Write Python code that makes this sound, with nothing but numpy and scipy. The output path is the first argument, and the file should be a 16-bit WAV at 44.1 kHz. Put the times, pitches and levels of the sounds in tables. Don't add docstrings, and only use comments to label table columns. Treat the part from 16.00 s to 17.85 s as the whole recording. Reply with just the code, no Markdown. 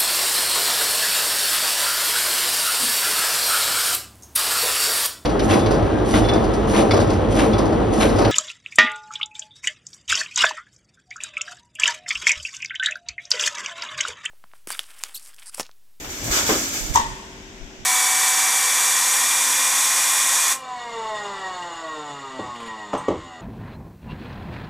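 import sys
import numpy as np
from scipy import signal
from scipy.fft import rfft, irfft
from scipy.io import wavfile
from scipy.ndimage import uniform_filter1d

SR = 44100
rng = np.random.default_rng(int(sys.argv[2]) if len(sys.argv) > 2 else 0)


def log_audio(samples):
    frames = np.atleast_2d(samples).T
    limited = np.clip(frames, -1, 1)
    pcm = np.round(limited * 32767).astype(np.int16)
    wavfile.write(sys.argv[1], SR, pcm)


N = 81585


def amp(db):
    return 10 ** (np.asarray(db) / 20)


def times():
    return np.arange(N) / SR


def colour(points, tilt_db=0):
    octave = np.log2(np.maximum(np.arange(N // 2 + 1) * SR / N, 1))
    freq_hz, gain_db = np.array(points).T
    curve_db = np.interp(octave, np.log2(freq_hz), gain_db)
    return amp(curve_db + tilt_db * np.maximum(octave, np.log2(128)))


PORT_SPACING_M, PORT_MISMATCH = 0.13, 0.084


def diffuse(points, tilt_db=0):
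    freq_hz = np.arange(N // 2 + 1) * SR / N
    alike = (1 - PORT_MISMATCH) * np.sinc(2 * freq_hz * PORT_SPACING_M / 343)
    mid, side = rfft(rng.standard_normal((2, N)))
    mid = mid * np.sqrt(1 + alike)
    side = side * np.sqrt(1 - alike)
    noise = irfft(np.array([mid + side, mid - side]) * colour(points, tilt_db), N)
    return noise / noise.std()


def walk(rate_hz):
    size = max(int(SR / rate_hz), 1)
    drift = rng.standard_normal(N)
    for _ in range(2):
        drift = uniform_filter1d(drift, size, mode="wrap")
    return drift / drift.std()


def envelope(start_s, rise_s, hold_s, t60_s):
    age = times() - start_s
    rise = np.clip(age / max(rise_s, 1 / SR), 0, 1)
    return rise * np.exp(-np.log(1000) * np.maximum(age - rise_s - hold_s, 0) / t60_s)


def ring(start_s, modes, rise_s):
    age = times() - start_s
    return sum(amp(level_db) * envelope(start_s, rise_s, 0, t60_s) * np.sin(2 * np.pi * pitch_hz * age)
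               for pitch_hz, level_db, t60_s in modes)


def reverb(dry_sound, t60_s, points):
    response = envelope(0, 0.0013, 0, t60_s) * diffuse(points)
    response = response / np.sqrt(np.sum(response ** 2) / 2)
    return signal.fftconvolve(dry_sound, response, axes=1)[:, :N]


# freq_hz, gain_db
ROAR_COLOUR = [(15, -14.5), (35, 9.5), (60, 3.5), (130, -5), (240, -0.5), (320, -2.5), (385, -4.5),
               (450, -8.5), (700, -13.5), (1000, -14), (1220, -20), (1450, -13.5), (2300, -10), (4000, -14),
               (5800, -13), (8000, -19.5), (16000, -35.5)]
# pitch_hz (centre), level_db (rms)
HUM_LINES = [(199, -58.5), (298, -59), (381, -52.5), (673, -63)]
ROAR_DB, ROAR_FADE_DB_PER_S = -39.5, 3.5
HUM_WANDER, HUM_WANDER_HZ = 0.0094, 15.2


def workshop():
    hum = 0
    for pitch_hz, level_db in HUM_LINES:
        wavering_hz = pitch_hz * (1 + HUM_WANDER * walk(HUM_WANDER_HZ))
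        hum = hum + amp(level_db) * np.sqrt(2) * np.sin(2 * np.pi * np.cumsum(wavering_hz) / SR)
    roar_db = ROAR_DB - ROAR_FADE_DB_PER_S * (times() - times().mean())
    return hum + amp(roar_db) * diffuse(ROAR_COLOUR)


# start_s, length_s, level_db (louder port), left_minus_right_db
DRAUGHT_PUFFS = [(0.804, 0.071, -22, -33), (0.89, 0.042, -18.5, -27), (1.002, 0.17, -30, -13),
                 (1.588, 0.094, -34, 16), (1.779, 0.079, -34, -21.5)]
# freq_hz, gain_db
DRAUGHT_COLOUR = [(12, -2.5), (28, 5), (60, -9), (140, -9.5), (260, -17.5), (600, -28), (3000, -70)]


def draughts():
    puffs = 0
    for start_s, length_s, level_db, left_minus_right_db in DRAUGHT_PUFFS:
        swell = np.sin(np.pi * np.clip((times() - start_s) / length_s, 0, 1))
        port_db = level_db + np.minimum([[left_minus_right_db], [-left_minus_right_db]], 0)
        puffs = puffs + amp(port_db) * swell * diffuse(DRAUGHT_COLOUR)
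    return puffs


# time_s, level_db
CARRIAGE_LEVEL = [(0, -49), (.07, -44.5), (.12, -54.5), (.195, -42), (.235, -36), (.293, -29), (.33, -37),
                  (.39, -35.5), (.47, -33), (.62, -37), (.72, -43.5), (.85, -38.5), (1.0, -41.5),
                  (1.2, -52)]
# freq_hz, gain_db
RUMBLE_COLOUR = [(20, -21), (55, -0.5), (120, -2.5), (180, -4), (290, -1), (420, -13), (680, -9),
                 (950, -18), (2500, -30), (16000, -50)]


def carriage():
    time_s, level_db = np.array(CARRIAGE_LEVEL).T
    return amp(np.interp(times(), time_s, level_db)) * diffuse(RUMBLE_COLOUR)


# start_s, rise_s, hold_s, level_db, t60_s (before the common fade), tilt_db_per_octave
VALVE_VENTS = [(-.05, .02, .05, -36, 0.93, 4.5), (0.075, 0.024, 0.2, -34, .8, 0),
               (0.229, 0.017, 0.15, -28.5, 0.59, 2), (0.302, 0.021, 0.055, -19.5, 0.54, -1),
               (0.444, 0.026, 0.031, -21.5, 1.68, 0.9), (0.728, 0.0077, 0.016, -26, 0.7, 1.46),
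               (0.935, 0.0072, 0.0069, -24, 0.19, 1.5)]
# freq_hz, gain_db
AIR_COLOUR = [(100, -16), (250, -13.5), (370, -1), (460, -5), (560, 2.5), (750, -4.5), (1000, -5),
              (1350, -1.5), (2300, 0.5), (3100, -2.5), (4300, 1.5), (7000, 2), (16000, -4)]
# freq_hz, gain_db
LINGER_COLOUR = [(100, -3.5), (5000, 1.5), (9000, 2.5), (16000, -11)]
AIR_ROUGH_DB, AIR_FLUTTER_DB = -0.5, 0.3
VALVES_SHUT_S, SHUT_T60_S = 0.99, 0.45
WALL_LAG_S, WALL_DB = 0.002295, -17.5
CABINET_DB, CABINET_T60_S = -3.5, 0.047
LINGER_DB, LINGER_T60_S = -8.5, 1


def vents():
    air = 0
    for start_s, rise_s, hold_s, level_db, t60_s, tilt_db in VALVE_VENTS:
        air = air + amp(level_db) * envelope(start_s, rise_s, hold_s, t60_s) * diffuse(AIR_COLOUR, tilt_db)
    crackle = amp(AIR_ROUGH_DB * walk(1500) + AIR_FLUTTER_DB * walk(70))
    air = air * crackle * envelope(0, 0, VALVES_SHUT_S, SHUT_T60_S)
    mirrored = np.array([np.interp(times() - WALL_LAG_S, times(), port) for port in air])
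    air = air + amp(WALL_DB) * mirrored
    cabinet = amp(CABINET_DB) * reverb(air, CABINET_T60_S, AIR_COLOUR)
    hall = amp(LINGER_DB) * reverb(air, LINGER_T60_S, LINGER_COLOUR)
    return air + cabinet + hall


# start_s, level_db, t60_s, tilt_db_per_octave
MOULD_KNOCKS = [(0.041, -33.5, 0.23, 2), (0.079, -42.5, 0.033, -9.5), (0.489, -16.5, 0.31, 0),
                (0.552, -29.5, 0.34, -2), (0.743, -34.5, 0.16, -2), (0.948, -32, 0.42, -2)]
# freq_hz, gain_db
KNOCK_COLOUR = [(40, -7.5), (130, -16), (200, 5), (420, 2), (650, -2.5), (850, -3.5), (1130, -5.5),
                (1400, -8), (2200, -9.5), (5000, -14), (16000, -49)]
# start_s, pitch_hz, level_db, t60_s
FRAME_JOLTS = [(.082, 79, -35, 0.14), (0.231, 112, -26.5, 0.32), (0.301, 51.4, -19, .13),
               (0.945, 81, -19.5, .13), (0.99, 60.6, -24, 0.045)]
# pitch_hz, level_db, t60_s
PANEL_MODES = [(194, -22.5, 0.049), (226, -48, 0.34), (270, -26.5, 0.78), (323.7, -29, 1),
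               (428, -23.5, 0.11), (1055, -23, 0.073), (1210, -27, 0.16)]
MOULD_SHUTS_S, KNOCK_RISE_S = 0.491, 0.0051


def mould():
    knocks = 0
    for start_s, level_db, t60_s, tilt_db in MOULD_KNOCKS:
        blow = envelope(start_s, KNOCK_RISE_S, 0, t60_s) * diffuse(KNOCK_COLOUR, tilt_db)
        knocks = knocks + amp(level_db) * blow
    jolts = sum(ring(start_s, [(pitch_hz, level_db, t60_s)], KNOCK_RISE_S)
                for start_s, pitch_hz, level_db, t60_s in FRAME_JOLTS)
    panels = ring(MOULD_SHUTS_S, PANEL_MODES, KNOCK_RISE_S)
    return knocks + jolts + panels


# start_s, level_db (of the ring; the crack scales it)
STOP_STRIKES = [(.9505, -10.5), (.9572, 1), (.9685, -24), (.9738, -4), (0.9837, -11), (.9968, -8.5)]
# pitch_hz, level_db (added to the strike's), t60_s
STOP_MODES = [(969, -5, 0.028)]
# pitch_hz, level_db, t60_s
STOP_TAIL_MODES = [(900, -42, 0.39), (920, -19, 0.33), (947, -29, 0.18), (1064, -36, .22),
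                   (1056, -44, 0.19), (1170, -29, 0.19), (1114, -21, 0.26), (1700, -53, .34),
                   (2000, -44, 0.26)]
# freq_hz, gain_db
CRACK_COLOUR = [(300, 6), (1500, -2), (2000, -22), (4000, -15), (6000, 15.5), (9000, -7), (16000, -5)]
# freq_hz, gain_db
ECHO_COLOUR = [(300, -42), (700, -19), (820, -20), (890, 1.5), (980, -5), (1120, -7.5), (1220, -22),
               (1650, -21), (1850, -8), (2200, -20), (3800, -17), (9000, -21.5), (16000, -47)]
STOP_RISE_S, STOP_LAG_S, STOP_PAN_DB = 0.0019, 0.00029, 1
CRACK_DB, CRACK_T60_S = -13.5, 0.023
CRACK_HARDNESS = 1.17
ECHO_DB, ECHO_T60_S, ECHO_RISE_S = -21.5, 0.26, 0.002
HALL_DB, HALL_T60_S = -28.5, 1


def stop_ring(hardest_s, lag_s):
    brief = sum(amp(level_db) * ring(start_s + lag_s, STOP_MODES, STOP_RISE_S)
                for start_s, level_db in STOP_STRIKES)
    return brief + ring(hardest_s + lag_s, STOP_TAIL_MODES, STOP_RISE_S)


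def clunk():
    hardest_s = max(STOP_STRIKES, key=lambda strike: strike[1])[0]
    metal = np.array([stop_ring(hardest_s, 0), stop_ring(hardest_s, STOP_LAG_S)])
    metal = metal * amp([[STOP_PAN_DB / 2], [-STOP_PAN_DB / 2]])
    contact = sum(amp(CRACK_HARDNESS * level_db) * envelope(start_s, 1 / SR, 0, CRACK_T60_S)
                  for start_s, level_db in STOP_STRIKES)
    crack = amp(CRACK_DB) * contact * diffuse(CRACK_COLOUR)
    cabinet_tail = amp(ECHO_DB) * envelope(hardest_s, ECHO_RISE_S, 0, ECHO_T60_S)
    hall_tail = amp(HALL_DB) * envelope(hardest_s, ECHO_RISE_S, 0, HALL_T60_S)
    echo = (cabinet_tail + hall_tail) * diffuse(ECHO_COLOUR)
    return metal + crack + echo


def scene():
    return workshop() + draughts() + carriage() + vents() + mould() + clunk()


# freq_hz, gain_db
LEFT_PORT_COLOUR = [(80, -0.8), (300, 1), (1400, 4), (2400, 2), (3600, 2.5), (4300, -2), (5600, 1.5),
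                    (6700, -1), (7600, -12), (9500, -10), (11300, -13), (12200, 1), (13500, 1.5),
                    (15500, -11)]
# freq_hz, gain_db
RIGHT_PORT_COLOUR = [(80, -2.5), (300, -1.03), (1400, 3), (2400, -2), (3600, -1), (4150, -23.5), (4550, -5),
                     (5200, -4.5), (7100, 5), (8200, -0.5), (9400, -11), (11500, -10), (13500, -12),
                     (15500, -17)]
CEILING, KNEE = 0.84, 4
TOP_HZ = 15700


def record(dry):
    heard = irfft(rfft(dry) * np.array([colour(LEFT_PORT_COLOUR), colour(RIGHT_PORT_COLOUR)]), N)
    heard = heard / (1 + np.abs(heard / CEILING) ** KNEE) ** (1 / KNEE)
    low_pass = signal.ellip(10, 0.2, 100, TOP_HZ, fs=SR, output="sos")
    return signal.sosfilt(low_pass, heard)


dry = scene()
out = record(dry)
log_audio(out)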